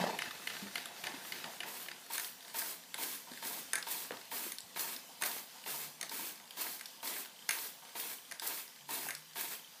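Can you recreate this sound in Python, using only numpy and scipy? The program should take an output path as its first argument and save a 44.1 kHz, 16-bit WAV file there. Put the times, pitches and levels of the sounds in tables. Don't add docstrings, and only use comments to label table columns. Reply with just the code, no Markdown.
import sys
import numpy as np
from scipy import signal
from scipy.fft import rfft, irfft, next_fast_len
from scipy.io import wavfile
from scipy.ndimage import uniform_filter1d, map_coordinates

SR = 44100
rng = np.random.default_rng(int(sys.argv[2]) if len(sys.argv) > 2 else 0)


def store_pcm(level_fs):
    pcm = np.round(np.clip(level_fs, -1, 1) * 32767).astype(np.int16)
    wavfile.write(sys.argv[1], SR, np.atleast_2d(pcm).T)


def amplitude_ratio(level_db):
    exponent = np.asarray(level_db, float) / 20
    return 10 ** exponent


N = 432164

# frequency_hz, density_db (per Hz)
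RUMBLE_SPECTRUM = [(35, -68), (60, -31), (184, -1.5), (340, -9), (556, 0.5), (720, 0), (894, 0.5),
                   (1100, -3), (1430, -39), (2420, -120)]
SEETHE_SPECTRUM = [(15, -58), (25, -35), (64, -4), (221, -2.5), (378, -12.5), (523, -1.5), (614, -54),
                   (919, -5.5), (1170, -6), (4870, -3), (7100, -6.5), (12800, -8.5), (15500, -9)]
WHIRR_SPECTRUM = [(180, -1.5), (300, 0), (950, 0), (1120, -9), (1490, 4), (3230, -4.5), (4140, -4),
                  (7880, -16), (13100, -18), (15500, -30)]
CASING_SPECTRUM = [(130, -44), (220, -5.5), (310, -5.5), (450, -14.5), (700, -26.5)]
PUFF_SPECTRUM = [(60, -62), (100, -40), (150, -20), (350, -8), (900, -6), (1450, -5.5), (2300, -3.5),
                 (4500, -7.5), (6500, -12.5), (12000, -32)]
HISS_SPECTRUM = [(1760, -60), (3000, -53), (3950, -8), (5020, -8), (5880, -9.5), (9390, -4.5),
                 (11900, -3.5), (13800, -2), (14800, 1.5), (15500, -3)]
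# frequency_hz, t60_s
ROOM_DECAY = [(200, 0.38), (1500, 0.32), (5000, 0.17), (14000, 0.2)]
# frequency_hz, gain_db
MIC_RESPONSE = [(20, -22), (60, -25.5), (110, -9), (170, 0)]

# frequency_hz, level_db, t60_s
TEETH_MODES = [(3030, 11, 0.015), (3700, 7, 0.013), (4900, 5, 0.0069)]
WORN_TOOTH_MODES = [(3140, 2, 0.017), (4900, -16, .012)]
TAP_MODES = [(440, -5, .03), (895, -11, 0.04), (1750, 4, .013), (2940, -4, .015), (3500, 0, .013),
             (3900, -9, .013)]
CLUTTER_MODES = [(521, -2, 0.19), (915, 2, 0.18), (1240, -9, .14), (1528, 1, 0.13), (2050, -5, .1)]
BASE_MODES = [(558, -9, .12), (700, -1.5, 0.15), (880, -3.5, .1), (1089, 0, 0.1), (1265, 3, .08)]
PLATE_MODES = [(1551, -5, 0.1), (1610, 1.5, 0.032), (1797, 1, 0.044)]
BRACKET_MODES = [(1940, -8.5, 0.052), (2120, -4, 0.039), (2347, -12.5, 0.059)]
ROD_MODES = [(2850, -7, 0.022), (3630, -0.5, .024), (4100, -4, .02), (4375, -1, .024), (4950, -1, 0.024),
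             (5500, -4, 0.017), (6040, -10, 0.022)]
PIN_MODES = [(7880, 2, 0.029), (9730, -1, 0.029), (10240, -14, .015), (11080, 3, 0.019), (12600, 4, .011),
             (14560, -1, .015)]
JOINT_MODES = [(6370, -1.5, 0.023), (6700, -9, 0.023), (8150, 1, 0.016), (9400, 2.5, 0.016),
               (9850, 5.5, 0.016), (10500, -3.5, 0.012), (12560, -2, 0.019), (14240, -7, 0.015)]
CRANK_MODES = [(1470, -2, 0.018), (1810, -4, 0.041), (2190, -15, 0.031), (2280, -9, 0.02), (2910, 3, 0.018),
               (3600, -1.5, 0.021), (4560, 4, 0.013)]
CRANK_TREBLE_MODES = [(7600, 7, 0.015), (9700, -12, 0.011), (10470, 11, 0.025), (13000, 4, .015)]
KNOCK_MODES = [(1776, -5, 0.035), (2090, 0, 0.028), (2390, -4, 0.022), (2947, -2, 0.027), (4230, -10, .025),
               (4700, -11, .02), (5880, -12, 0.022)]
REBOUND_MODES = [(1500, -4, .03), (1795, 0, .035), (2040, -2, .035), (2500, -4, .025), (2955, -2, 0.025),
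                 (3830, -3.5, 0.026), (4760, -1, 0.028), (6200, -4, 0.018), (9080, -9, 0.029)]
PIPE_MODES = [(915, -0.5, 0.21), (695, -7.5, 0.15), (985, -3.5, 0.11), (2780, -2, 0.015), (3900, -7, 0.05)]
POP_MODES = [(908, 0, .16), (760, -6, .05), (1000, -4, .06), (1560, -4, .02), (480, -9, .02)]
RETURN_MODES = [(914, -3, 0.35), (1014, -5, 0.23), (743, -6, 0.23), (1510, 1, 0.065), (1250, -9, .12)]

# start_s, length_s, pitch_hz, rise_hz_per_s, level_db
MOTOR_REVS = [
    (5.74, 0.15, 144.4, 33.2, -64),
    (8.83, 0.4, 138.6, 36.7, -65.5),
]
# time_s, level_db
TABLE_SHAKING = [(0, -67), (1, -61.5), (1.4, -61), (2.2, -66.5), (3, -67.5), (4.8, -65), (5.3, -64),
                 (9.8, -69.5)]
# start_s, level_db, fall_db_per_s, length_s
SHOVES = [
    (0, -39.5, 66, 0.14),
    (3.5, -61.5, 30, 0.069),
    (1.442, -52, 40, .045),
    (1.64, -55.5, 10, .04),
    (1.06, -55, 30, .06),
]
# time_s, level_db
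BOILER_PRESSURE = [(0, -52), (.6, -51), (1.4, -52), (2.2, -56.5), (4, -51.5), (4.4, -56), (5.6, -54),
                   (6.5, -55.5), (9.8, -56.5)]
# time_s, level_db
FAST_LEVEL = [(0, -52), (1, -49), (1.4, -51.5), (2.2, -63), (3, -73), (4, -90)]
# start_s, peak_db
WORN_TICKS = [(7.005, -46), (7.363, -50), (7.3906, -46), (7.4235, -44), (7.4644, -48), (8.1858, -47),
              (8.2511, -53), (8.8089, -46), (8.8543, -56), (9.5512, -41), (9.596, -45), (9.6455, -45),
              (9.6749, -47), (9.7388, -51)]
# start_s, peak_db, pitch_hz, t60_s
BUMPS = [(.009, -34, 177, 0.14), (0.0398, -21, 630, 0.013), (.064, -31.5, 766, 0.066),
         (.094, -36, 860, .07), (0.623, -39.5, 199, 0.27), (1.139, -42.5, 267, 0.072),
         (1.602, -45, 716, 0.088), (3.315, -44, 242, 0.091), (4.1074, -34, 490, 0.031),
         (4.465, -45, 340, 0.06), (4.639, -51, 90, 0.063), (5.364, -43, 420, 0.016)]
# start_s, base_db, plate_db
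AFTER_RINGS = [(2.18, -45, -44), (2.943, -43, -52), (3.734, -40, -33), (3.755, -40, -31), (3.776, -41, -38),
               (5.222, -36, -35), (5.25, -38, -38), (6.012, -47, -50), (6.029, -42, -48), (7.491, -39, -41),
               (8.314, -45, -48), (9.087, -43, -44)]
POPS_DB = [-47, -46, -48, -41, -41, -45, -44, -42, -46, -43, -44, -46, -47, -45, -47, -41, -45]
# start_s, peak_db
RETURNS = [
    (2.45, -50),
    (3.268, -45),
    (5.542, -50),
    (6.40, -54),
    (7.249, -56),
    (7.82, -48),
]
# start_s, peak_db, pitch_hz, thud_db
SNAPS = [
    (3.785, -31, 6850, -35),
    (4.6055, -30.5, 7600, -20),
    (4.774, -35, 1500, -7),
    (5.366, -39, 1200, -7),
    (8.9082, -29.5, 7800, -14),
    (4.7465, -40, 4200, -30),
    (2.564, -36, 6200, -30),
    (8.982, -39, 1100, 0),
    (9.055, -41, 1700, -4),
    (9.067, -37, 1000, 1),
]
# start_s, peak_db, plate_db, bracket_db, rod_db
CLANKS = [(2.1794, -20, -19, -25, -21), (2.197, -25, -15, -22, -20), (3.732, -13, -21, -25, -26),
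          (3.7542, -17, -22, -20, -20), (4.5192, -25.5, -25, -19, -18), (5.221, -15.5, -20, -28, -26),
          (5.2352, -19, -24, -18, -19), (6.0111, -19.5, -31, -26, -19.5), (6.0278, -24.5, -21, -19, -17),
          (6.794, -35, -28, -16, -16), (6.8099, -31, -18, -15.5, -15), (7.4904, -14, -27, -19, -17),
          (7.5074, -17, -21, -19, -20), (8.312, -29.5, -21, -16, -19), (8.3206, -29.5, -17, -14.5, -16),
          (9.0857, -23, -18.5, -22, -30), (9.1057, -24, -22, -15, -20)]
# start_s, peak_db, dull_db, loudest_rod_hz
CLICKS = [(2.132, -39, -12, 4390), (2.245, -29, -19, 3190), (2.48, -39, -10, 3800), (2.59, -43, -13, 6040),
          (2.6172, -32.5, -3, 3550), (2.9421, -23.5, -16, 2140), (3.0344, -28.5, -13, 4900),
          (3.374, -37, -4.5, 4000), (3.4497, -31, -10, 4800), (3.8258, -28.5, -13, 3650),
          (6.399, -43, -7, 2050), (4.584, -27, -23, 4900), (4.793, -26.5, -12, 6240),
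          (4.963, -32.5, -17, 4900), (5.3138, -31, -15, 3830), (6.094, -29, -20, 4820),
          (6.5078, -33, -23, 3140), (6.857, -29, -24, 3630), (7.073, -31, -16, 5260), (7.164, -38, 0, 4000),
          (7.249, -36, -12, 3280), (7.587, -30.5, -16, 5100), (7.9977, -33, -15, 3620),
          (8.3964, -26, -17, 4950), (8.4683, -32, -23, 4640), (9.1499, -26, -16.5, 4900),
          (9.41, -42, -7, 4630)]
# start_s, peak_db, loudest_rod_hz
FAINT_TICKS = [(2.4064, -40, 3600), (2.426, -41, 4900), (2.449, -39, 3920), (2.498, -41, 4300),
               (2.553, -40, 4430), (2.836, -43, 3700), (3.3164, -36.5, 4330), (3.3348, -36, 3640),
               (4.1694, -37, 3850), (4.2128, -37.5, 4320), (4.2526, -43, 3570), (4.7794, -43, 4700),
               (5.5832, -42, 4850), (5.639, -36, 2850), (5.7074, -42, 4430), (4.118, -35, 2950),
               (6.357, -42, 4900), (6.376, -44, 4800), (6.455, -43, 4870), (6.476, -42, 4700),
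               (7.2576, -36, 3020), (7.851, -41.5, 3070), (7.8927, -40, 3100), (8.6784, -41, 4820),
               (8.761, -41, 4960), (8.9424, -41, 4600), (9.3093, -44, 4910), (9.3333, -44, 4370)]
# start_s, peak_db, bright_db
SLAPS = [(0.3085, -30, -16), (0.357, -41, -10), (0.376, -41, -10), (0.42, -37, -18), (0.566, -29.5, -21),
         (0.667, -36, -15), (0.856, -28.5, -6), (1.119, -38, -17), (1.2487, -38, -16), (1.441, -29, -14),
         (1.459, -38, -6), (1.797, -39, -10), (1.86, -36, -15), (2.063, -42, -5)]
# knock_s, knock_db, rebound_delay_s, rebound_db
TURNS = [
    (0.1876, -22, 0.0315, -22.5),
    (0.4717, -22, 0.028, -24.5),
    (0.755, -22, 0.024, -28.5),
    (1.0383, -24, 0.029, -25),
    (1.321, -25, 0.038, -50),
    (1.603, -25, 0.029, -28),
    (1.8839, -28.5, 0.029, -31.5),
]
# start_s, peak_db, t60_s
SPITS = [(2.1331, -23, 0.032), (2.586, -28, 0.035), (3.028, -30, 0.038), (4.795, -28, 0.035),
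         (5.7074, -39, 0.035), (6.611, -28, 0.035), (7.0728, -36, 0.035), (7.9982, -33, 0.035),
         (8.4687, -28, 0.035), (8.4734, -27, 0.035), (8.9421, -41, 0.035), (8.9514, -40, 0.035),
         (9.409, -29, 0.035)]
# start_s, steam_db, spit_db, casing_boom_db
STROKES = [(1.223, -12, 13, -64), (1.664, -5, -5, -67), (2.102, -2, 11, -76), (2.544, 0.5, 12, -60.5),
           (2.981, -0.5, 8, -56.5), (3.426, -1.5, 10, -55.5), (3.868, -1.5, 16, -66),
           (4.315, -0.7, 5.5, -56), (4.762, -0.5, 13, -61), (5.213, -1, 16, -60), (5.662, -0.1, 7, -61),
           (6.115, -0.5, 2, -57), (6.571, -1.5, 12.5, -63), (7.03, -0.5, 7, -58), (7.49, -0.5, 2, -73),
           (7.954, -1.5, 6, -63.5), (8.42, -0.7, 7, -74), (8.89, -0.5, 8, -57), (9.358, -1, 5.5, -66)]


def unit(x):
    return x / np.sqrt(np.mean(x ** 2) + 1e-20)


def along(points, hz):
    f, v = np.transpose(points)
    return np.interp(np.log(hz + 1), np.log(f + 1), v)


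def curve(points):
    s, value = np.transpose(points)
    return np.interp(np.arange(N) / SR, s, value)


def wobble(rate):
    knots = rng.standard_normal(int(N * rate / SR) + 4)
    return map_coordinates(knots, [np.arange(N) * rate / SR])


def rush(spectrum, patchy_db, ripple_db):
    hz, _, z = signal.stft(rng.standard_normal(N), SR, nperseg=2048)
    patches = uniform_filter1d(uniform_filter1d(rng.standard_normal(z.shape), 16, 0), 3, 1)
    ripple = uniform_filter1d(rng.standard_normal(len(hz)), 2)
    colour_db = along(spectrum, hz) + ripple_db * unit(ripple)
    z = z * amplitude_ratio(patchy_db * unit(patches) + colour_db[:, None])
    return unit(signal.istft(z, nperseg=2048)[1][:N])


def add(track, s, sound):
    part = track[max(round(s * SR), 0):][:len(sound)]
    part += sound[:len(part)]


def ring(modes, attack, rough, detune, crack):
    hz, db, t60 = np.transpose(modes)[:, :, None]
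    t = np.arange(int(SR * min(t60.max(), 0.1))) / SR
    tuning, phase, strength = rng.standard_normal((3, len(modes), 1))
    tones = np.sin(2 * np.pi * hz * (1 + detune * tuning) * t + 3 * phase)
    chatter = rng.standard_normal(tones.shape)
    for _ in range(2):
        chatter = uniform_filter1d(chatter, size=20, axis=1)
    tones = tones * (1 + 7 * chatter * (rough + crack * amplitude_ratio(-60 * t / 0.017)))
    blow = np.sum(amplitude_ratio(db + 2 * strength - 60 * t / t60) * tones, 0)
    blow = blow * (1 - np.exp(-(t / attack) ** 2))
    return blow / np.abs(blow).max()


def far_motor():
    t, out = np.arange(N) / SR, np.zeros(N)
    for s, length, hz, rise, db in MOTOR_REVS:
        fade_db = 200 * np.maximum(s - t, 0) + 41 * np.maximum(t - s - length, 0)
        phase = 2 * np.pi * (hz + rise * (t - s) / 2) * (t - s) + 0.72 * wobble(11)
        out += amplitude_ratio(db - fade_db) * np.sin(phase)
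    return out * amplitude_ratio(2.7 * wobble(22))


def table_rumble():
    t, shake = np.arange(N) / SR, amplitude_ratio(curve(TABLE_SHAKING))
    for s, db, fall_db, length in SHOVES:
        stop_db = 200 * np.maximum(t - s - length, 0)
        shake += (t >= s) * amplitude_ratio(db - fall_db * np.abs(t - s) - stop_db)
    unsteady = amplitude_ratio(wobble(6.6) + 1.5 * wobble(50))
    return shake * unsteady * rush(RUMBLE_SPECTRUM, patchy_db=1.2, ripple_db=2.0)


def boiler_seethe():
    level_db = curve(BOILER_PRESSURE) + 1.2 * wobble(13)
    return amplitude_ratio(level_db) * rush(SEETHE_SPECTRUM, patchy_db=1.66, ripple_db=2.0)


def whirr():
    t, turn_s = np.arange(N) / SR, 0.283
    since_knock = (t - TURNS[0][0]) % turn_s
    swell = amplitude_ratio(curve(FAST_LEVEL) + 3 - 40 * since_knock)
    swell += amplitude_ratio(-38.5 - 87 * t)
    return swell * amplitude_ratio(2 * wobble(120)) * rush(WHIRR_SPECTRUM, patchy_db=2.0, ripple_db=4.0)


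def gears():
    out, starts = np.zeros(N), np.transpose(STROKES)[0]
    starts = np.append(starts, 2 * starts[-1] - starts[-2])
    teeth = np.interp(np.arange(14 * len(STROKES)) / 14, np.arange(len(starts)), starts)
    for s in teeth:
        tick = ring(TEETH_MODES, attack=0.00031, rough=0.13, detune=0.037, crack=0.34)
        add(out, s + rng.normal(0, 0.0024), amplitude_ratio(rng.uniform(-52, -51)) * tick)
    for s, db in WORN_TICKS:
        tick = ring(WORN_TOOTH_MODES, attack=0.00056, rough=0.1, detune=0.015, crack=0.3)
        add(out, s, amplitude_ratio(db + 0.5) * tick)
    return out


def bumps():
    out, tap_s = np.zeros(N), 4.1074
    tap = ring(TAP_MODES, attack=0.0005, rough=0.24, detune=0.01, crack=0.44)
    clutter = ring(CLUTTER_MODES, attack=0.011, rough=1.4, detune=0.02, crack=0)
    add(out, tap_s, amplitude_ratio(-29.5) * tap)
    add(out, tap_s, amplitude_ratio(-36.5) * clutter)
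    for s, db, hz, t60 in BUMPS:
        modes = [(hz, 0, t60), (1.48 * hz, -9, 0.5 * t60), (2.1 * hz, -14, t60), (3300, -30, 0.02)]
        add(out, s, amplitude_ratio(db) * ring(modes, attack=0.00104, rough=0.044, detune=0.019, crack=0.11))
    return out


def base():
    out = np.zeros(N)
    plate_modes = PLATE_MODES[:2] + [(1700, -1, 0.072)]
    for s, base_db, plate_db in AFTER_RINGS:
        wood = ring(BASE_MODES, attack=0.0035, rough=0.71, detune=0.031, crack=0.2)
        plate = ring(plate_modes, attack=0.001, rough=0.23, detune=0.0062, crack=0.22)
        add(out, s, amplitude_ratio(base_db) * wood)
        add(out, s, amplitude_ratio(plate_db) * plate)
    return out


def pipe_resonance():
    out = np.zeros(N)
    for row, db in zip(STROKES[2:], POPS_DB):
        add(out, row[0], amplitude_ratio(db) * ring(POP_MODES, attack=0.0008, rough=0.17, detune=0.0034, crack=0.34))
    for s, db in RETURNS:
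        add(out, s, amplitude_ratio(db) * ring(RETURN_MODES, attack=0.005, rough=0.55, detune=0.01, crack=0.1))
    return out


def snaps():
    out = np.zeros(N)
    for s, db, hz, thud_db in SNAPS:
        modes = [(hz, 0, 0.004), (0.56 * hz, -4, 0.004), (1.47 * hz, -4, 0.003), (800, thud_db, 0.012)]
        add(out, s, amplitude_ratio(db) * ring(modes, attack=0.00014, rough=0.05, detune=0.02, crack=0.26))
    return out


def clicks():
    out = np.zeros(N)
    for s, db, *shares_db in CLANKS:
        joint = ring(JOINT_MODES, attack=0.0013, rough=0.27, detune=0.0092, crack=0.55)
        add(out, s, amplitude_ratio(db - 5) * joint)
        for share_db, modes in zip(shares_db, (PLATE_MODES, BRACKET_MODES, ROD_MODES)):
            part = ring(modes, attack=0.0006, rough=0.28, detune=0.008, crack=0.8)
            add(out, s, amplitude_ratio(db + share_db + 8) * part)
    # start_s, peak_db, dull_db, loudest_rod_hz, bright_db
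    blows = [(*row, -7) for row in CLICKS]
    blows += [(s, db, -11.5, hz, -9) for s, db, hz in FAINT_TICKS]
    for s, db, dull_db, hz, bright_db in blows:
        rod = ring(ROD_MODES + [(hz, 4, 0.02)], attack=0.0005, rough=0.26, detune=0.008, crack=0.65)
        dull = ring(PLATE_MODES + BRACKET_MODES, attack=0.0006, rough=0.28, detune=0.013, crack=0.32)
        pin = ring(PIN_MODES, attack=0.00074, rough=0.34, detune=0.016, crack=0.85)
        add(out, s, amplitude_ratio(db - 3.5) * rod)
        add(out, s, amplitude_ratio(db + dull_db + 1) * dull)
        add(out, s, amplitude_ratio(db + bright_db - 0.5) * pin)
    return signal.sosfilt(signal.butter(4, 1200, "high", fs=SR, output="sos"), out)


def crank():
    out = np.zeros(N)
    slap_modes = CRANK_MODES + [(1250, 3, 0.022)]
    rattle_modes = CRANK_MODES + [(1312, 3, 0.022)]
    knocks = [(s, db, slap_modes, bright_db) for s, db, bright_db in SLAPS]
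    for s, db, rebound_s, rebound_db in TURNS:
        knocks.append((s, db, KNOCK_MODES, -11.5))
        knocks.append((s + rebound_s, rebound_db, REBOUND_MODES, -18))
        for delay_s, less_db in ((0.208, -17), (0.078, -17.5)):
            rattle_s = s + delay_s + rng.normal(0, 0.0032)
            knocks.append((rattle_s, db + less_db + rng.normal(0, 2.2), rattle_modes, -21))
    for s, db, modes, bright_db in knocks:
        body = ring(modes, attack=0.002, rough=0.45, detune=0.008, crack=0.7)
        treble = ring(CRANK_TREBLE_MODES, attack=0.00056, rough=1.0, detune=0.0077, crack=2.1)
        add(out, s, amplitude_ratio(db - 3) * body)
        add(out, s, amplitude_ratio(db + bright_db) * treble)
    return out


def sputter():
    starts, t = np.transpose(STROKES[2:])[0], np.arange(SR // 250) / SR
    count = int(260 * 0.2 * len(starts))
    stroke, delay, pitch, size = rng.random((4, count, 1))
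    when = starts[(stroke * len(starts)).astype(int)] + 0.19 * delay ** 1.5
    hz = 1500 * 8 ** pitch
    db = -45.5 - 3.5 * np.log(size + 0.0081)
    grains = amplitude_ratio(db) * np.sin(2 * np.pi * hz * t) * np.exp(-hz * t / 1.27)
    at = np.round(when * SR).astype(int) + np.arange(len(t))
    return np.bincount(at.ravel(), grains.ravel(), N)[:N]


def valve(t, open_s, leak_db, open_db, sag_db, shut_db, fall_db):
    leak_s, crack_s, settle_s, close_s = 0.013, 0.0037, 0.018, 0.032
    shut = open_s + close_s / 2
    times = [-leak_s, -crack_s, 0, settle_s, shut - close_s, shut]
    levels = [leak_db, leak_db + 13, open_db, 0, sag_db, shut_db]
    return np.interp(t, times, levels) - fall_db * np.maximum(t - shut, 0)


def exhaust():
    (hiss, puff, boom, pipe), t = np.zeros((4, N)), np.arange(-SR // 50, SR * 2 // 5) / SR
    open_lengths = 0.42 * np.gradient(np.transpose(STROKES)[0])
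    late = t - 0.048
    spit_shape = np.exp(-np.abs(late) / np.where(late < 0, 0.008, 0.018))
    for (s, db, spit_db, boom_db), open_s in zip(STROKES, open_lengths):
        spit = spit_db * spit_shape
        hiss_db = valve(t, open_s, leak_db=-23, open_db=-6.5, sag_db=-1, shut_db=-8, fall_db=227)
        puff_db = valve(t, open_s, leak_db=-34, open_db=0.6, sag_db=-3, shut_db=-8.5, fall_db=240)
        add(hiss, s + t[0], amplitude_ratio(-41 + db + 0.6 * spit + hiss_db))
        add(puff, s + t[0], amplitude_ratio(-48 + db + 0.4 * spit + puff_db))
        add(boom, s + t[0] + 0.0143, amplitude_ratio(boom_db + puff_db))
        knock = ring(PIPE_MODES, attack=0.00033, rough=0.022, detune=0.0018, crack=0.12)
        slap_back = ring(PIPE_MODES, attack=0.00078, rough=0.056, detune=0.0022, crack=0.2)
        add(pipe, s, amplitude_ratio(-40.5 + db) * knock)
        add(pipe, s + 0.077, amplitude_ratio(-42 + 1.7 * db) * slap_back)
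    after = t[t >= 0]
    for s, db, t60 in SPITS:
        add(hiss, s, amplitude_ratio(db - 9 - 60 * after / t60) * np.minimum(after / 0.0015, 1))
    flutter = 0.5 * wobble(60) + 0.78 * wobble(500)
    hiss = hiss * amplitude_ratio(flutter) * rush(HISS_SPECTRUM, patchy_db=1.1, ripple_db=2.4)
    puff = puff * amplitude_ratio(flutter + 1.2 * wobble(40)) * rush(PUFF_SPECTRUM, patchy_db=1.3, ripple_db=2.5)
    boom = boom * amplitude_ratio(1.2 * wobble(30)) * rush(CASING_SPECTRUM, patchy_db=0.2, ripple_db=2.5)
    return pipe + hiss + puff + boom


def room(x):
    hz, t, z = signal.stft(x, SR, nperseg=256)
    keep = amplitude_ratio(-120 * (t[1] - t[0]) / along(ROOM_DECAY, hz))
    spread = uniform_filter1d(np.abs(z) ** 2, size=9, axis=1, origin=4)
    spread = uniform_filter1d(spread, size=3, axis=0)
    energy = [signal.lfilter([0, 0, 1 - k], [1, -k], p) for k, p in zip(keep, spread)]
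    noise = signal.stft(rng.standard_normal(N), nperseg=256)[2]
    return signal.istft(np.sqrt(energy) * noise / np.abs(noise).mean(), nperseg=256)[1][:N]


def scene():
    background = far_motor() + table_rumble() + boiler_seethe() + whirr() + gears()
    struck = bumps() + base() + pipe_resonance() + snaps() + clicks()
    fast = crank()
    steam = sputter() + exhaust()
    echo = room(struck + amplitude_ratio(-1.5) * fast + amplitude_ratio(-4) * steam)
    mono = background + struck + fast + steam + amplitude_ratio(-8) * echo
    return np.array([mono, mono])


def low_pass(x):
    return signal.sosfilt(signal.butter(12, 16470, fs=SR, output="sos"), x)


def record(dry):
    size = next_fast_len(N + SR // 10)
    hz = np.fft.rfftfreq(size, 1 / SR)
    gain = (hz < 15350) * amplitude_ratio(along(MIC_RESPONSE, hz))
    mix = irfft(rfft(dry, size) * gain, size)[:, :N]
    return low_pass(mix)


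dry = scene()
out = record(dry)
store_pcm(out)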